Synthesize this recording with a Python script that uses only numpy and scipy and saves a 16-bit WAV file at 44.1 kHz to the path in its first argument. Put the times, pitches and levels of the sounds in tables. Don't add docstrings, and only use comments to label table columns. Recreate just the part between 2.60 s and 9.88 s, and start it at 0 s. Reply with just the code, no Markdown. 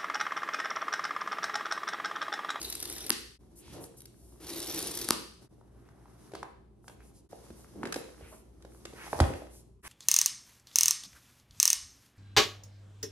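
import sys
import numpy as np
from scipy import signal
from scipy.fft import rfft, irfft
from scipy.io import wavfile

SR = 44100
rng = np.random.default_rng(int(sys.argv[2]) if len(sys.argv) > 2 else 0)


def log_audio(samples):
    frames = np.atleast_2d(samples).T
    limited = np.clip(frames, -1, 1)
    pcm = np.round(limited * 32767).astype(np.int16)
    wavfile.write(sys.argv[1], SR, pcm)


def nominal_scale(level):
    x = np.asarray(level, float) / 20
    return 10 ** x


N = 321048

CUTS_S = [0.782, 2.885, 4.686, 7.224]
# t/s, level/dB about a steady pull
PULL = [
    [(0, 6.5), (.14, -5), (.3, -1.5), (.42, 3), (.45, -7), (.5, -6.5)],
    [(1.8, -28.5), (1.83, -7.5), (1.89, 0), (2.0, 3), (2.166, 6.5), (2.35, -1), (2.46, -1), (2.505, -5.5)],
]
# lower ring level/dB at the start, box drone level/dB
STRIPS = [(-69.5, -50.5), (-59.5, -45)]
# f/Hz, relative level per Hz/dB
PAPER = [(400, -22.5), (700, -17.5), (1400, -9.5), (2800, -14.5), (3700, -1), (4650, -9), (5800, -0.5),
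         (7200, -12), (8600, -13), (10500, -8), (12200, -1.5), (13000, -13), (16000, -22)]
# f/Hz, relative level per Hz/dB
STRIP_HIGH = [(6000, -25.5), (8000, -7.5), (10300, -6.5), (12200, -7), (13200, -3), (16000, -20.5)]
# f/Hz, relative level per Hz/dB
STRIP_MIDDLE = [(1500, -22), (3300, -16), (4200, -11.5), (4650, -4), (5100, -7.5), (5800, -8),
                (7500, -14.5), (9000, -33.5)]
# t/s, level/dB about an easy grip
HANDS = [
    [(0.79, -8), (1.0, -6.5), (1.14, 15), (1.258, -1.5), (1.48, -11.5), (1.83, -1.5)],
    [(2.79, -20), (2.832, 3), (2.89, -8.5), (3.074, -11.5), (3.468, -4), (3.735, 4), (3.9, -9),
     (4.056, -34), (4.45, -3), (4.68, -22)],
    [(4.69, 6.5), (4.98, 6), (5.08, 1.5), (5.36, 9.5), (5.66, 2.5), (5.92, -10), (6.25, 3.5), (6.58, 20),
     (6.7, 14.5), (6.92, -1.5), (7.1, -24.5)],
    [(7.23, 4.5), (7.28, 21)],
]


def rms_one(x):
    return x / np.sqrt(np.mean(x ** 2) + 1e-20)


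def at_hz(points, hz):
    points = np.array(points)
    return np.interp(np.log(hz + 1), np.log(points[:, 0]), points[:, 1])


def colour(x, spectrum):
    log_gain = at_hz(spectrum, np.linspace(0, SR / 2, 4097)) * np.log(10) / 20
    cepstrum = irfft(log_gain)
    cepstrum[1:4096] *= 2
    cepstrum[4097:] = 0
    h = irfft(np.exp(rfft(cepstrum)))
    return signal.oaconvolve(np.atleast_2d(x), [h / np.linalg.norm(h)])[:, :N]


def bandpass(x, edges_hz):
    return signal.sosfilt(signal.butter(2, edges_hz, "band", fs=SR, output="sos"), x)


def drift(rate_hz):
    r = np.exp(-2 * np.pi * rate_hz / SR)
    slow = signal.lfilter([1], [1, -2 * r, r * r], rng.standard_normal(N + SR))
    return rms_one(slow[SR:])


def ring(clicks, hz, t60):
    r, w = nominal_scale(-60 / (t60 * SR)), 2 * np.pi * hz / SR
    return signal.lfilter([0, np.sin(w)], [1, -2 * r * np.cos(w), r * r], clicks + 1e-18)


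def clicks_at(s, gain):
    out = np.zeros(N)
    out[np.round(np.asarray(s) * SR).astype(int)] = gain
    return out


def grains(per_s, spread_db):
    sizes = nominal_scale(spread_db * np.minimum(rng.exponential(1, N), 5)) * rng.choice([-1, 1], N)
    return rms_one(sizes * (rng.random(N) < per_s / SR))


def follow(passages, db, share):
    t = np.arange(N) / SR
    gains = []
    for passage in passages:
        s, swing_db = np.transpose(passage)
        gains.append(nominal_scale(db + share * np.interp(t, s, swing_db)) * (t >= s[0]) * (t < s[-1]))
    return np.array(gains)


def patchy(x, patchy_db):
    edges = 400 * 2 ** np.arange(0, 5.5, .4)
    return sum(nominal_scale(patchy_db * drift(15)) * bandpass(x, [low, high]) for low, high in zip(edges, edges[1:]))


def fibres():
    lower_db = np.array(STRIPS)[:, :1]
    pulled_s = np.arange(N) / SR - np.array([[rows[0][0]] for rows in PULL])
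    crackle = sum(follow(PULL, db=-46, share=0.88))
    rough = nominal_scale(4.0 * drift(60)) * (grains(4000, 4.0) + .4 * rng.standard_normal((2, N)))
    torn = patchy(colour(crackle * rough, PAPER), patchy_db=2.4)
    growing_db = lower_db + 13 * pulled_s
    lower = sum(follow(PULL, db=0, share=0.74) * nominal_scale(growing_db))
    return torn + colour(lower * nominal_scale(3.0 * drift(80)) * grains(5000, 4.0), STRIP_MIDDLE)


def jerks_and_ticks():
    # t/s, level/dB
    single_jerks = [(0.0266, -39.5), (0.0514, -49), (0.0992, -34), (0.1246, -33.5), (0.1516, -33),
                    (0.2006, -34), (0.2255, -31.5), (0.254, -36.5), (0.2982, -33.5), (0.3245, -37),
                    (0.4636, -35), (1.2387, -42.5), (1.404, -46.5), (1.4177, -48), (1.4549, -46),
                    (1.893, -39.5), (1.9913, -38), (2.0267, -34), (2.069, -40), (2.14, -36), (2.1891, -36),
                    (2.2121, -39.5), (2.225, -32), (2.2405, -37), (2.2692, -32), (2.2747, -35.5),
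                    (2.3134, -35.5), (2.3475, -36), (2.3511, -36.5), (2.372, -30.5), (2.388, -37),
                    (2.4134, -34), (2.4434, -35.5)]
    s, db = np.transpose(single_jerks)
    luck = rng.random((400, 2))
    small_s = np.cumsum(0.02 * (.4 + 1.2 * luck[:, 0]))
    inside = small_s < N / SR - 1
    small = clicks_at(small_s[inside], nominal_scale(5.4 * (luck[inside, 1] - .5)))
    jerks = clicks_at(s, nominal_scale(db)) + sum(follow(PULL, db=-43.5, share=0.89)) * small

    PEAK_S = 0.0017
    t = np.arange(round(.03 * SR)) / SR
    swell = t / PEAK_S * np.exp(1 - t / PEAK_S)

    def burst(clicks):
        return signal.oaconvolve(clicks, swell)[:N] * grains(9000, 2.2)

    ring_share = nominal_scale(-6 + rng.normal(0, 5.1, N))
    upper = colour(burst(jerks), STRIP_HIGH)
    lower = colour(burst(jerks * ring_share), STRIP_MIDDLE)
    return upper + lower + colour(burst(jerks * nominal_scale(-8.5)), PAPER)


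def box_drone():
    drone_db = np.array(STRIPS)[:, 1:]
    drone = sum(follow(PULL, db=0, share=0.39) * nominal_scale(drone_db))
    push = drone * nominal_scale(2.5 * drift(25)) * rng.standard_normal(N)
    return colour(push, [(150, -13.5), (260, -15.0), (330, -1.0), (420, -10.0), (600, -18),
                         (900, -19.5), (1500, -25.0)])


def peeling():
    return fibres() + jerks_and_ticks() + box_drone()


def box(s, db, centre_hz, width_oct):
    # f/Hz, t60/s
    panels = [(170, .05), (240, .045), (305, .045), (350, .04), (405, .04), (480, .03), (570, .028),
              (690, .022), (830, .02), (960, .017), (1120, .015), (1280, .014), (1500, .012), (1800, .01),
              (2150, .009), (2600, .008)]
    size = (len(s), len(panels))
    chance = nominal_scale(rng.normal(0, 2.0, size)) * rng.choice([-1, 1], size)
    out = 0
    for (hz, t60), luck in zip(panels, chance.T):
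        near_db = -np.minimum(6 * (np.log2(hz / centre_hz) / width_oct) ** 2, 30)
        out = out + ring(clicks_at(s, nominal_scale(db + near_db) * luck), hz, t60)
    return out


def snaps():
    # t/s, click level/dB, lower ring over click/dB, 1-2 kHz box ring over click/dB, kick level/dB
    torn_ends = [(0.4956, -5, -26.5, -34, -32.5), (0.5041, 1, 1.5, -29.5, -26),
                 (2.4884, -4.5, -4, -28, -32), (2.507, 2, 0.5, -25.5, -26)]
    s, db, lower_db, panel_db, kick_db = np.transpose(torn_ends)
    strip = colour(clicks_at(s, nominal_scale(db)), STRIP_HIGH)
    strip = strip + colour(clicks_at(s, nominal_scale(db + lower_db)), STRIP_MIDDLE)
    panel = box(s, db + panel_db, 1450, width_oct=0.75)
    return strip + panel + box(s, kick_db, 280, width_oct=0.36)


def thump():
    # t/s, level/dB
    landings = [(4.913, -46), (5.159, -44), (5.622, -44), (6.555, -36), (6.609, -9.5)]
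    # f/Hz, level/dB, t60/s
    cushion_modes = [(82, -1, 0.11), (121, -6.5, 0.082), (175, -18, 0.06)]
    s, push_db = np.transpose(landings)
    contact = np.hanning(round(0.0041 * SR))
    push = np.convolve(clicks_at(s, nominal_scale(push_db)), contact / contact.sum())[:N]
    return -sum(nominal_scale(db) * ring(push, hz, t60) for hz, db, t60 in cushion_modes)


def knocks():
    # t/s, panel ring level/dB, contact pitch f/Hz, edge crack level/dB
    card_blows = [(3.012, -56, 890, -81), (3.288, -55, 1270, -65), (3.457, -55, 920, -77),
                  (3.718, -50, 663, -56), (3.736, -38.5, 430, -52), (3.748, -42, 514, -60),
                  (3.751, -38.5, 1100, -44), (3.829, -34, 1360, -48), (3.8295, -41, 705, -65),
                  (4.243, -58, 1110, -79), (4.280, -49.5, 833, -44.5), (4.297, -48, 636, -59),
                  (4.405, -56, 1390, -70), (4.723, -49, 417, -62), (4.73, -39.5, 583, -68),
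                  (4.865, -59, 1110, -66), (4.904, -39, 262, -59), (5.158, -51, 300, -72),
                  (5.232, -31.5, 1270, -53), (5.236, -33, 290, -51), (5.254, -35, 1730, -42),
                  (5.26, -36, 400, -56), (5.271, -42.5, 450, -45.5), (5.324, -58, 1500, -30.5),
                  (5.342, -49.5, 600, -34), (5.360, -28.5, 474, -37.5), (5.609, -46, 477, -62),
                  (6.023, -79, 2490, -56.5), (6.049, -46, 490, -55.5), (6.253, -41.5, 454, -39),
                  (6.333, -43, 378, -55), (6.530, -25.5, 620, -47), (6.531, -33, 1320, -62),
                  (6.590, -32.5, 646, -43), (6.602, -18, 820, -25), (6.607, -22, 323, -51),
                  (6.617, -41, 200, -54), (6.64, -32.5, 1400, -52), (6.705, -34, 430, -58),
                  (6.737, -39.5, 2600, -49), (6.82, -43, 600, -66), (6.869, -55, 1500, -61)]
    # f/Hz, relative level per Hz/dB
    edge_tone = [(500, -21.5), (1500, 9), (2800, 0), (5000, 2.5), (7200, -2), (10000, -7), (12300, -12),
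                 (13200, -4), (16000, -31.5)]
    DECAY_MS, RISE_MS = 3.98, 0.52
    s, db, centre_hz, crack_db = np.transpose(card_blows)
    fall, rise = np.exp(-1000 / (DECAY_MS * SR)), np.exp(-1000 / (RISE_MS * SR))
    edges = signal.lfilter([1], [1, -fall], clicks_at(s, nominal_scale(crack_db)) + 1e-18)
    edges = signal.lfilter([1 - rise], [1, -rise], edges)
    noise = rng.standard_normal(N) + 1.1 * rng.standard_normal((2, N))
    return box(s, db, centre_hz, width_oct=0.72) + colour(edges * noise, edge_tone)


def rattles():
    luck = rng.random((500, 3))
    s = np.cumsum(0.033 * (.1 + 2 * luck[:, 0]))
    inside = s < N / SR - .01
    luck, s = luck[inside], s[inside]
    vigour = sum(follow(HANDS, db=-62, share=0.84))
    return vigour * box(s, 14.0 * (luck[:, 1] - .5), 300 * 6 ** luck[:, 2], width_oct=0.47)


def handling():
    # f/Hz, relative level per Hz/dB
    rumble_tone = [(80, -39.5), (130, 5), (200, -5), (330, 4.5), (480, -6.5), (800, -12.5), (1300, -37)]
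    # f/Hz, relative level per Hz/dB
    scrape_tone = [(500, -40.5), (900, 5), (1500, -1), (2500, -7.5), (4000, -6.5), (6000, -40.5)]
    # f/Hz, relative level per Hz/dB
    hiss_tone = [(2500, -22.5), (4500, -4), (6000, -0.5), (7200, -5.5), (9000, -5), (12000, -3.5),
                 (12900, -22.5), (16000, -57)]
    uneven = nominal_scale(1.5 * drift(20))

    def spread(x, side):
        return uneven * (x + side * rng.standard_normal(N) * np.array([[1], [-1]]))

    rumble = sum(follow(HANDS, db=-62.5, share=0.22)) * spread(rng.standard_normal(N), 0.6)
    scrape = sum(follow(HANDS, db=-74.5, share=0.88)) * spread(grains(12000, 2.0), 0.6)
    hiss = sum(follow(HANDS, db=-73.5, share=1)) * spread(grains(12000, 1.5), 0.92)
    return colour(rumble, rumble_tone) + colour(scrape, scrape_tone) + colour(hiss, hiss_tone)


def swells():
    # t/s, length/s, level/dB (rms ahead of the swell), centre f/Hz
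    single_swells = [(.435, 0.071, -52.5, 332), (0.951, 0.078, -54, 9200), (0.962, 0.34, -60.5, 3240),
                     (1.063, 0.22, -49.5, 130), (1.121, 0.15, -46, 317), (1.195, 0.085, -51, 9300),
                     (1.364, 0.041, -53, 10200), (1.505, 0.33, -65, 9200), (2.942, 1, -70.5, 930),
                     (3.25, 0.035, -75, 1500), (3.728, 0.097, -59.5, 3430), (4.219, 0.15, -65.5, 9250),
                     (4.383, 0.07, -69, 1690), (4.41, 0.12, -66.5, 9550), (4.53, .086, -65, 7000),
                     (4.94, .12, -62, 9500), (5.116, 0.21, -45, 252), (5.326, 0.099, -51.5, 9530),
                     (5.592, 0.13, -59.5, 1640), (5.711, 0.044, -53, 664), (5.625, 0.21, -60, 9000),
                     (6.09, 0.13, -66.5, 8800), (6.346, 0.16, -49, 1400), (6.894, .138, -58.5, 8500),
                     (7.214, 0.11, -51.5, 9300), (7.221, 0.096, -48.5, 1500)]
    WIDTH_OCT = 1.4
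    out = np.zeros((2, N))
    fine = grains(14000, 2.0) + .5 * rng.standard_normal((2, N))
    for start, length, db, hz in single_swells:
        a, swell = round(start * SR), np.sqrt(np.hanning(round(length * SR)))
        b = min(a + len(swell), N)
        edges = np.clip(hz * 2 ** (np.array([-.5, .5]) * WIDTH_OCT), 20, .45 * SR)
        band = bandpass(fine[:, a - 2000:b], edges)[:, 2000:]
        out[:, a:b] += nominal_scale(db) * rms_one(band) * swell[:b - a]
    return out


def at_ports(dry):
    # from t/s, left port lag/ms, left over right level/dB
    hand_places = [(0, .072, -.3), (.786, -.065, -.8), (1.8, -.045, -1), (2.48, -.02, 0),
                   (2.886, .045, -.4), (4.686, -.08, -1.6), (6.0, .1, -1.6)]
    out, hz = np.zeros((2, N)), np.fft.rfftfreq(N, 1 / SR)
    starts = [round(s * SR) for s, *place in hand_places] + [N]
    for a, b, (s, lag_ms, left_db) in zip(starts, starts[1:], hand_places):
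        turn = np.exp(-1j * np.pi * np.outer([1, -1], hz * lag_ms / 1000))
        moved = irfft(rfft(dry) * turn, N)
        out[:, a:b] = moved[:, a:b] * nominal_scale([[left_db / 2], [-left_db / 2]])
    return out


def room_echo():
    # f/Hz, t60/s, relative level/dB, left-right likeness
    room_bands = [(104, 0.39, 1.5, 1), (400, 0.53, 7, 0.067), (1500, 0.51, 2, 0.07),
                  (3183, 0.6, 6.5, 0.073), (5000, 0.6, -3.5, 0.11), (7000, 0.55, 1, 0.26),
                  (12130, 0.45, -7, .2)]
    # delay/s, level/dB
    early_walls = [(0.016, -26), (0.0253, -23.5)]
    FIRST_WALL_S, ROOM_DB = 0.014, -5.5
    t, rows = np.arange(round(.9 * SR)) / SR, np.array(room_bands)
    edges = 50 * 2 ** np.arange(0, 8.6, .5)
    white, tail = rng.standard_normal((2, 2, len(t))), 0
    for k, (low, high) in enumerate(zip(edges, edges[1:])):
        t60, db, alike = (at_hz(rows[:, [0, c]], np.sqrt(low * high)) for c in (1, 2, 3))
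        mid, side = bandpass(white[k % 2], [low, high])
        alike = np.clip(alike, 0, 1)
        both = np.sqrt(1 + alike) * mid + np.sqrt(1 - alike) * side * [[1], [-1]]
        tail = tail + nominal_scale(db - 60 * t / t60) * both
    echo = nominal_scale(ROOM_DB) * tail * np.clip(t / FIRST_WALL_S, 0, 1) ** 3 / np.sqrt(SR / 10)
    for delay_s, db in early_walls:
        echo[:, round(delay_s * SR)] += nominal_scale(db)
    return echo


def background():
    # f/Hz, relative level per Hz/dB
    air_tone = [(15, -20), (25, -10), (63, 1), (164, -9), (213, -2.5), (257, -13.5), (318, -18.5),
                (392, -6), (554, -39.5), (1050, -28), (1560, -42), (4600, -46.5), (10500, -53),
                (14000, -66.5)]
    # f/Hz, left-right likeness
    air_likeness = [(60, 0.73), (250, 0.93), (1000, .5), (4000, 0.22), (9000, 0.54)]
    # f/Hz, level/dB before 1 dB of lift and the wavering
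    hum_tones = [(59.5, -59.5), (119, -67)]
    likeness_hz, alike = np.transpose(air_likeness)
    alike = np.clip(alike, 0, .999)

    def part(share):
        power = at_hz(np.c_[likeness_hz, share], np.fft.rfftfreq(N, 1 / SR))
        return irfft(rfft(rng.standard_normal(N)) * np.sqrt(power), N)

    air = colour(part((1 + alike) / 2) + part((1 - alike) / 2) * np.array([[1], [-1]]), air_tone)
    t, hum = np.arange(N) / SR, 0
    for hz, db in hum_tones:
        height = nominal_scale(db + 1.0 + 3.1 * drift(2.7))
        hum = hum + height * np.sin(2 * np.pi * hz * t + 0.42 * drift(0.84))
    return nominal_scale(-61.5) * air + hum


def scene():
    dry = peeling() + snaps() + thump() + knocks() + rattles() + handling() + swells()
    out, echo = at_ports(dry) + background(), room_echo()
    joins = [0] + [round(s * SR) for s in CUTS_S] + [N]
    for a, b in zip(joins, joins[1:]):
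        out[:, a:b] += signal.fftconvolve(dry[None, :, a:b].mean(1), echo)[:, :b - a]
    return out


def low_pass(x):
    return signal.sosfilt(signal.butter(12, 17100, fs=SR, output="sos"), x)


def record(dry):
    # f/Hz, gain/dB
    mic_top = [(12400, 0), (13000, -12), (16000, -22)]
    # f/Hz, lead of the left channel/rad
    port_phase = [(7600, -1.5), (8600, -.55), (9650, 0), (10700, .4), (11700, 1.4), (12750, 2.6),
                  (13800, 3.1)]
    MIXED_ABOVE_HZ, BASS_CUT_HZ, LEFT_DB, FADE_S = 8240, 45, 0.35, 0.027
    hz = np.fft.rfftfreq(N, 1 / SR)
    both = rfft(dry) * nominal_scale(at_hz(mic_top, hz))
    lead = np.exp(.5j * np.outer([1, -1], at_hz(port_phase, hz)))
    shared = both[0] * nominal_scale([[0.1], [0.6]]) * lead
    top = 1 / (1 + np.exp(-(hz - MIXED_ABOVE_HZ) / 500))
    mixed = (1 - top) * both + top * (1.136 * shared + 0.13 * both)
    ports = irfft(mixed, N) * nominal_scale([[LEFT_DB / 2], [-LEFT_DB / 2]])
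    ports = signal.sosfilt(signal.butter(4, BASS_CUT_HZ, "high", fs=SR, output="sos"), ports)
    away_s = np.min(np.abs(np.arange(N)[:, None] / SR - CUTS_S), axis=1)
    mix = ports * np.clip(away_s / FADE_S, .02, 1) ** 0.92
    return low_pass(mix)


dry = scene()
out = record(dry)
log_audio(out)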